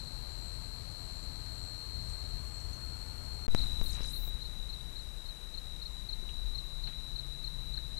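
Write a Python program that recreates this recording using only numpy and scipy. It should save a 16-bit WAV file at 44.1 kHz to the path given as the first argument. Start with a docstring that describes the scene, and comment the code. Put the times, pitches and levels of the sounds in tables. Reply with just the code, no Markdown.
"""A wood at night, then a concrete tunnel, picked up by two trail cameras in turn, on the left channel only.
In the wood two tree crickets trill, each a comb of tones set by its wing strokes, over far rasping insects.
The second camera starts with decaying voltage steps heard as pops, and a whistle whose pitch dives and climbs.
In its tunnel come lower trills, a cricket chirping in pairs of falling tones, and a raccoon picking at food,
made of short noise bursts. Low rumble, air and hiss are shaped noise. scene() doubles all levels at the end."""
import sys
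import numpy as np
from scipy import signal
from scipy.fft import rfft, irfft, next_fast_len
from scipy.io import wavfile
from scipy.ndimage import map_coordinates

SR = 44100
rng = np.random.default_rng(int(sys.argv[2]) if len(sys.argv) > 2 else 0)


def pcm_store(signal):
    """Save signal as 16-bit PCM."""
    levels = np.round(np.clip(np.atleast_2d(signal), -1, 1) * 32767)
    wavfile.write(sys.argv[1], SR, levels.astype(np.int16).T)


N = 352359
T = np.arange(N) / SR  # time of every sample (s)
WOOD_END, TUNNEL_START = 3.467, 3.484  # (s)


def gain_of(db):
    """Turns decibels into an amplitude factor."""
    return 10 ** (np.asarray(db) / 20)


def evened(x):
    """Scales a sound to an average (rms) strength of 1."""
    return x / np.sqrt(np.mean(x ** 2) + 1e-20)


def curve(rows):
    """Joins (time, value) rows by straight lines over the whole time."""
    times, values = np.transpose(rows)
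    return np.interp(T, times, values)


def gate(start, end, fade):
    """Opens from start and is shut at end, with a straight fade at each side."""
    return np.clip(np.minimum(T - start, end - T) / fade, 0, 1)


def swell(centre, length):
    """A smooth hump of height 1; length is its width at half height."""
    return .5 ** ((2 * (T - centre) / length) ** 2)


def wander(rate):
    """A smooth random curve of rms 1 through `rate` random points a second."""
    knots = rng.standard_normal(8192)
    return evened(map_coordinates(knots, [T * rate], order=3, mode="wrap"))


def noise(points):
    """Random noise filtered to follow (Hz, dB) points, at rms 1."""
    hz, db = np.transpose(points)
    size = 2 * next_fast_len(N)
    bin_hz = np.fft.rfftfreq(size, 1 / SR)
    shape_db = np.interp(np.log(bin_hz + 1), np.log(hz + 1), db)  # straight lines over log pitch
    spectrum = rfft(rng.standard_normal(N), size)
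    return evened(irfft(spectrum * gain_of(shape_db))[:N])


def band(hz, width):
    """Noise in a bell-shaped band around hz: two slow noises ride on a cosine and a sine."""
    turn = 2 * np.pi * hz * T
    bell = np.exp(-(np.arange(-SR // 10, SR // 10) / SR * width * np.pi) ** 2)
    a, b = signal.oaconvolve(rng.standard_normal((2, N)), bell[None], "same")
    return evened(a * np.cos(turn) + b * np.sin(turn))


def echoes(x, t60, wet_db):
    """Adds a tail of scattered reflections that dies by 60 dB in t60 seconds."""
    t = np.arange(SR // 2) / SR
    tail = rng.standard_normal(len(t)) * gain_of(-60 * t / t60) * (t > .003)
    tail = tail / np.linalg.norm(tail)
    return x + gain_of(wet_db) * signal.oaconvolve(x, tail)[:N]


WAKE_S, SETTLE_S = 0.11, 0.4  # rise to the loudest point, then decay time
LOUD_START_DB, HISS_START_DB = 11, 6  # how far above the steady level it climbs


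def settling(excess_db):
    """As the second camera comes on, the level climbs too high, then sinks to its steady value."""
    since = np.maximum(T - TUNNEL_START, 0)
    rise = np.minimum(since / WAKE_S, 1)
    fall = np.exp(-np.maximum(since - WAKE_S, 0) / SETTLE_S)
    return gain_of(excess_db * rise * fall)


def trill(stroke_hz, lines, sweep, jitter, uneven_db):
    """Like wing strokes make a comb of tones; higher ones come earlier, so each stroke sags in pitch."""
    strokes = np.cumsum(stroke_hz) / SR + jitter * wander(40)  # wing strokes made so far
    lowest, line_db = lines
    multiples = round(lowest) + np.arange(len(line_db))
    song = np.zeros(N)
    for multiple, gain in zip(multiples, gain_of(line_db)):
        offset = sweep * (multiple - multiples.mean()) ** 2 / 2
        song += gain * np.cos(2 * np.pi * (multiple * strokes + offset))
    return evened(song) * gain_of(uneven_db * wander(50))


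# Pitch of the two crickets in the wood; stroke rates follow it: start_s, pitch_hz
LOW_PITCH = [(0, 4157), (.25, 4186), (.95, 4218), (2.0, 4158), (2.4, 4083)]
HIGH_PITCH = [(1.62, 4266), (2.05, 4240), (2.5, 4266), (3.2, 4253)]
# Tones of each song: lowest multiple of the stroke rate, then level_db of it and each next multiple
LOW_TONES = (44, [-28, -20, -8, -3, -4, 0, -3, -9, -19, -16, -23, -21, -27, -23])
HIGH_TONES = (46, [-24, -16, -16, -12, 0, -8, -16, -22, -28, -26])
LOW_SONG_DB, LOW_TIRES_DB_PER_S = -51, 1.24  # level at the start, and how fast it drops
HIGH_SONG_DB, HIGH_TIRES_DB_PER_S = -48.5, 2
HIGH_ENTERS_S, HIGH_RISE_S = 1.16, 0.75
CHORUS_DB, SONG_DRIFT_DB = -56, .7  # drift: random sway of every song


def wood_crickets():
    """One wing-stroke trill slows and stops while a higher one takes over; a noise band blurs far ones."""
    # the pitch heard is the 49th or 50th multiple of the stroke rate
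    low = trill(curve(LOW_PITCH) / 49, LOW_TONES, sweep=.12, jitter=.0005, uneven_db=.6)
    low *= gate(-1, 2.41, .05)
    high = trill(curve(HIGH_PITCH) / 50, HIGH_TONES, sweep=.13, jitter=.0009, uneven_db=1.3)
    high *= gate(HIGH_ENTERS_S, 9, HIGH_RISE_S)
    far = band(4220, 233)
    low_db = LOW_SONG_DB - LOW_TIRES_DB_PER_S * T
    high_db = HIGH_SONG_DB - HIGH_TIRES_DB_PER_S * (T - HIGH_ENTERS_S)
    songs = ((low, low_db), (high, high_db), (far, CHORUS_DB))
    return sum(song * gain_of(db + SONG_DRIFT_DB * wander(3.42)) for song, db in songs)


# Steady loudness of the whole tunnel trill: start_s, level_db
TUNNEL_LEVEL = [(3.5, -53.5), (4.1, -50.5), (5.2, -53.5), (6.15, -51), (6.45, -49), (7.99, -49.5)]
# Part of the trill's power that comes from the nearest cricket: start_s, share (0-1)
NEAREST_SHARE = [(6.1, 0.34), (6.35, 0.65)]
# Tones of the nearest and the other crickets: lowest multiple of the stroke rate, then level_db of each
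NEAREST_TONES = (47, [-22, -8, -9, -1, 0, -3, -16, -18, -25])
NEIGHBOUR_TONES = (48, [-24, -14, -5, 0, -6, -16])
TUNNEL_HZ, TUNNEL_DRIFT_HZ = 3948, 4  # pitch of the nearest cricket and its random drift
NEIGHBOUR_STROKES_HZ, NEIGHBOUR_DRIFT_HZ = (76.0, 77.1), .35


def tunnel_crickets():
    """The nearest trill stands out of neighbours smeared by echoes from the concrete walls."""
    stroke_hz = (TUNNEL_HZ + TUNNEL_DRIFT_HZ * wander(3)) / 51  # the pitch is the 51st multiple
    near = trill(stroke_hz, NEAREST_TONES, sweep=.22, jitter=.0011, uneven_db=.8)
    neighbours = np.zeros(N)
    for hz in NEIGHBOUR_STROKES_HZ:
        drifting_hz = hz + NEIGHBOUR_DRIFT_HZ * wander(6)
        neighbours += trill(drifting_hz, NEIGHBOUR_TONES, sweep=0.17, jitter=0.0067, uneven_db=0.7)
    blur = evened(echoes(neighbours, t60=0.17, wet_db=-2.5))
    share = curve(NEAREST_SHARE)
    return gain_of(curve(TUNNEL_LEVEL)) * (np.sqrt(share) * near + np.sqrt(1 - share) * blur)


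# Chirps of two wing strokes: time_s (just after the start), typical peak_db of the first stroke,
# gap_s from the first stroke to the second
CHIRP_PAIRS = [(3.579, -47, 0.037), (3.8596, -45, 0.034), (4.132, -44, 0.03), (4.4164, -45, 0.033),
               (4.6937, -43.5, 0.034), (4.962, -44, .032), (5.2579, -44, 0.03), (5.5426, -42, 0.032),
               (5.8177, -41, 0.04), (6.0902, -38, 0.037), (6.549, -39, .033), (6.838, -38, 0.034),
               (7.16, -39.5, 0.029), (7.442, -37.5, 0.031), (7.741, -38, 0.031), (7.977, -38, .03)]
# Each stroke, gliding from the tunnel's start to its end: (first, last)
CHIRP_HZ, STROKE_S, STROKE_FALL_HZ = (4207, 4140), (0.023, 0.014), (170, 234)
SECOND_DB, SECOND_HZ = 1.5, 29  # the second stroke is typically louder and higher by this
STROKE_SPREAD_DB, STROKE_SPREAD_HZ, STROKE_STRETCH = 1.5, 21, 0.14  # largest random change (+ or -)


def chirper(lead=.0035, wall_delay=.0041, wall_db=-12):
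    """Slow wing strokes in pairs: falling tones beat against a wall echo and grow brisker and lower."""
    out = np.zeros(N)
    chances = rng.uniform(-1, 1, (len(CHIRP_PAIRS), 2, 3))
    for (s, db, gap), chance in zip(CHIRP_PAIRS, chances):
        pitch, length, fall_hz = (np.interp(s, [TUNNEL_START, T[-1]], ends)
                                  for ends in (CHIRP_HZ, STROKE_S, STROKE_FALL_HZ))
        for second, (longer, louder, higher) in enumerate(chance):  # second is 0, then 1
            hz = pitch + second * SECOND_HZ + STROKE_SPREAD_HZ * higher
            along = np.linspace(0, 1, int(length * (1 + STROKE_STRETCH * longer) * SR))
            tone = np.sin(2 * np.pi * np.cumsum(hz + fall_hz * (.5 - along)) / SR)
            stroke_db = db + second * SECOND_DB + STROKE_SPREAD_DB * louder
            stroke = gain_of(stroke_db) * np.sin(np.pi * along) * tone
            part = out[round((s + second * gap - lead) * SR):][:len(along)]
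            part += stroke[:len(part)]  # adds into out
    out += gain_of(wall_db) * np.interp(T - wall_delay, T, out)
    return echoes(out, t60=.06, wet_db=-14)


# Cracks of leaves and food: start_s, level_db before the decay, pitch_hz, width_hz, decay_s
CRACK_BURSTS = [(2.09, -58, 6980, 2500, 0.022), (2.6, -57, 6290, 1500, 0.0093), (2.73, -59, 6350, 400, .02),
                (6.228, -53.5, 296, 200, .01), (6.288, -49.5, 3040, 850, .009),
                (6.872, -52, 2525, 1700, 0.02), (6.875, -60, 607, 600, 0.016),
                (6.925, -58, 2780, 1510, 0.015), (7.775, -58, 1700, 400, 0.014)]


def cracks():
    """Paws on leaves and food being picked up make short bursts of noise that die away."""
    out = np.zeros(N)
    for s, db, hz, width, decay in CRACK_BURSTS:
        dying = gate(s, 9, 0.00078) * np.exp(-np.maximum(T - s, 0) / decay)
        out += band(hz, width) * gain_of(db) * dying
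    return out


# Voltage steps as the second camera starts: start_s, height (1 = full scale), decay_s
VOLTAGE_STEPS = [(3.4802, 0.023, 0.055), (3.4846, 0.036, 0.12), (3.5487, 0.14, 0.0023),
                 (3.8145, -0.038, 0.046), (4.007, -0.019, 0.022), (4.279, 0.012, 0.0034)]
# The whistle of its settling electronics dives to nothing and climbs back
WHISTLE_START_S, WHISTLE_TURN_S, WHISTLE_END_S = 3.825, 3.992, 4.3
WHISTLE_TOP_HZ, DIVE_S, CLIMB_S, WHISTLE_DB = 14750, .115, .145, -54


def camera_start(swing_hz=3000, wobble_hz=41, fizz_db=-1):
    """Voltage steps leak away as pops; a fizzy whistle warbles down and up, most widely when low."""
    steps = np.zeros(N)
    for s, height, decay in VOLTAGE_STEPS:
        steps += height * (T >= s) * np.exp(-np.maximum(T - s, 0) / decay)
    pops = signal.lfilter(*signal.butter(1, 9000, fs=SR), steps)  # softens the edges
    away = np.where(T < WHISTLE_TURN_S, (WHISTLE_TURN_S - T) / DIVE_S, (T - WHISTLE_TURN_S) / CLIMB_S)
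    hz = WHISTLE_TOP_HZ * np.tanh(away)
    looseness = 1 - np.tanh(away) ** 4 / 2
    wobble = np.sin(2 * np.pi * np.cumsum(wobble_hz + 10 * wander(40)) / SR) + 0.33 * wander(120)
    whistle = np.sin(2 * np.pi * np.cumsum(hz + looseness * swing_hz * wobble) / SR)
    fizz = np.sin(2 * np.pi * np.cumsum(hz + looseness * 2400 * wander(700)) / SR)
    sounding = gate(WHISTLE_START_S, WHISTLE_END_S, 0.0082)
    return pops + (whistle + gain_of(fizz_db) * fizz) * gain_of(WHISTLE_DB) * sounding


# Swells of the far insects, over a steady bed: centre_s, level_db
RASP_SWELLS = [(.5, -61), (1.05, -68), (1.62, -60), (2.1, -68), (2.55, -62), (3.0, -67), (3.47, -71)]
# Their spectrum: pitch_hz, level_db
RASP_SPECTRUM = [(6000, -29), (7000, -11), (7400, -2.5), (7850, 2), (8250, -5.5), (8800, -13.5),
                 (9500, -69)]
# Single far buzzes: start_s, end_s, level_db, pitch_hz
FAR_BUZZES = [(0.247, .45, -66, 7350), (.42, .6, -68, 8200), (1.08, 1.28, -67.5, 7280),
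              (2.03, 2.22, -64.5, 8200), (4.88, 5.06, -74, 7300), (5.86, 6.04, -71, 7300)]
RASP_S, WOOD_RASP_DB, TUNNEL_RASP_DB = 0.17, -66, -76  # swell length, bed level in each place


def far_rasp(flutter_db=1.5):
    """Far insects rasp as a fluttering noise band that swells in the wood; single buzzes stand out."""
    buzzes = sum(band(hz, 130) * gain_of(db) * gate(start, end, 0.063)
                 for start, end, db, hz in FAR_BUZZES)
    bed = gain_of(np.where(T < WOOD_END, WOOD_RASP_DB, TUNNEL_RASP_DB)) * settling(LOUD_START_DB)
    swell_power = sum((gain_of(db) * swell(s, RASP_S)) ** 2 for s, db in RASP_SWELLS)
    level = np.sqrt(bed ** 2 + swell_power)
    return (noise(RASP_SPECTRUM) * level + buzzes) * gain_of(flutter_db * wander(60))


# Swells of deep rumble: centre_s, length_s, level_db, pitch_hz, width_hz
DEEP_SWELLS = [(2.15, 0.61, -45.5, 55, 45), (6.5, 1.0, -42.5, 36.02, 16.4)]
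# Faint drones: start_s, end_s, level_db, pitch_hz, width_hz
FAINT_DRONES = [(1.2, 3.8, -49.5, 63, 9.3), (6.5, 8.3, -56.5, 133, 22), (6.5, 6.75, -71, 1120, 70),
                (0.5, 1.4, -83, 840, 77), (2.5, 3.95, -72, 1400, 120)]


def drones():
    """Faint narrow noise bands, low hums and thin higher tones, swell and fade; twice a deep rumble rises."""
    deep = sum(band(hz, width) * gain_of(db) * swell(s, length)
               for s, length, db, hz, width in DEEP_SWELLS)
    faint = sum(band(hz, width) * gain_of(db) * gate(start, end, (end - start) / 4)
                for start, end, db, hz, width in FAINT_DRONES)
    return deep + faint


# Spectra of the rumble and distant air in each place, and of the amplifier hiss: pitch_hz, level_db
WOOD_RUMBLE_SPECTRUM = [(8.8, -39), (15, -9), (43, 1), (70, -3), (135, -9.5), (154, -14), (173, -15.5),
                        (203, -23), (233, -19), (300, -30.5), (390, -73), (660, -120)]
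TUNNEL_RUMBLE_SPECTRUM = [(8.8, -36), (15, -4), (47, -3), (61, -7), (76, -17.5), (152, -21), (300, -34),
                          (390, -70), (660, -120)]
WOOD_AIR_SPECTRUM = [(150, -12), (300, 0), (450, -2.5), (850, -3), (1400, -7), (2200, -12.5), (3500, -15.5),
                     (7000, -26), (12000, -60)]
TUNNEL_AIR_SPECTRUM = [(150, -45), (300, 0.5), (450, -1.5), (750, -4), (1100, -5.5), (1600, -9),
                       (3000, -12.5), (6000, -18), (12000, -48)]
HISS_SPECTRUM = [(20, -1.5), (5000, 0.5), (9500, -0.5), (10500, 0.5), (12400, 0.5), (12800, -52)]
# Steady levels in each place: rumble_db, air_db, hiss_db
WOOD_BED_DB = (-46.5, -59.5, -61.5)
TUNNEL_BED_DB = (-45, -62.5, -62.5)
HEAVE_DB = 1.0  # random sway of the rumble


def background(levels, rumble, air):
    """Low rumble heaves with the moving air, under distant air and amplifier hiss, all shaped noise."""
    rumble_db, air_db, hiss_db = levels
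    low = noise(rumble) * gain_of(rumble_db + HEAVE_DB * wander(6)) * settling(LOUD_START_DB)
    wash = noise(air) * gain_of(air_db)
    hiss = noise(HISS_SPECTRUM) * gain_of(hiss_db)
    return low + (wash + hiss) * settling(HISS_START_DB)


def scene():
    """The wood, a blink of near silence, then the tunnel; the right channel stays silent."""
    wood = wood_crickets() + background(WOOD_BED_DB, WOOD_RUMBLE_SPECTRUM, WOOD_AIR_SPECTRUM)
    tunnel = (tunnel_crickets() + chirper()) * settling(LOUD_START_DB)
    tunnel += background(TUNNEL_BED_DB, TUNNEL_RUMBLE_SPECTRUM, TUNNEL_AIR_SPECTRUM)
    in_wood, in_tunnel = gate(-1, WOOD_END, 0.0013), gate(TUNNEL_START, 9, 0.02)
    left = wood * in_wood + tunnel * in_tunnel
    left += (far_rasp() + drones()) * (in_wood + in_tunnel)
    left += cracks() + camera_start()
    return np.array([2 * left, np.zeros(N)])


EDGE_HZ = 15800  # upper limit of the sound


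def record(dry):
    """A steep low-pass filter takes away what lies above the upper limit."""
    lowpass = signal.firwin(511, EDGE_HZ, window=("kaiser", 9), fs=SR)
    return signal.oaconvolve(dry, lowpass[None], "same")


dry = scene()
out = record(dry)
pcm_store(out)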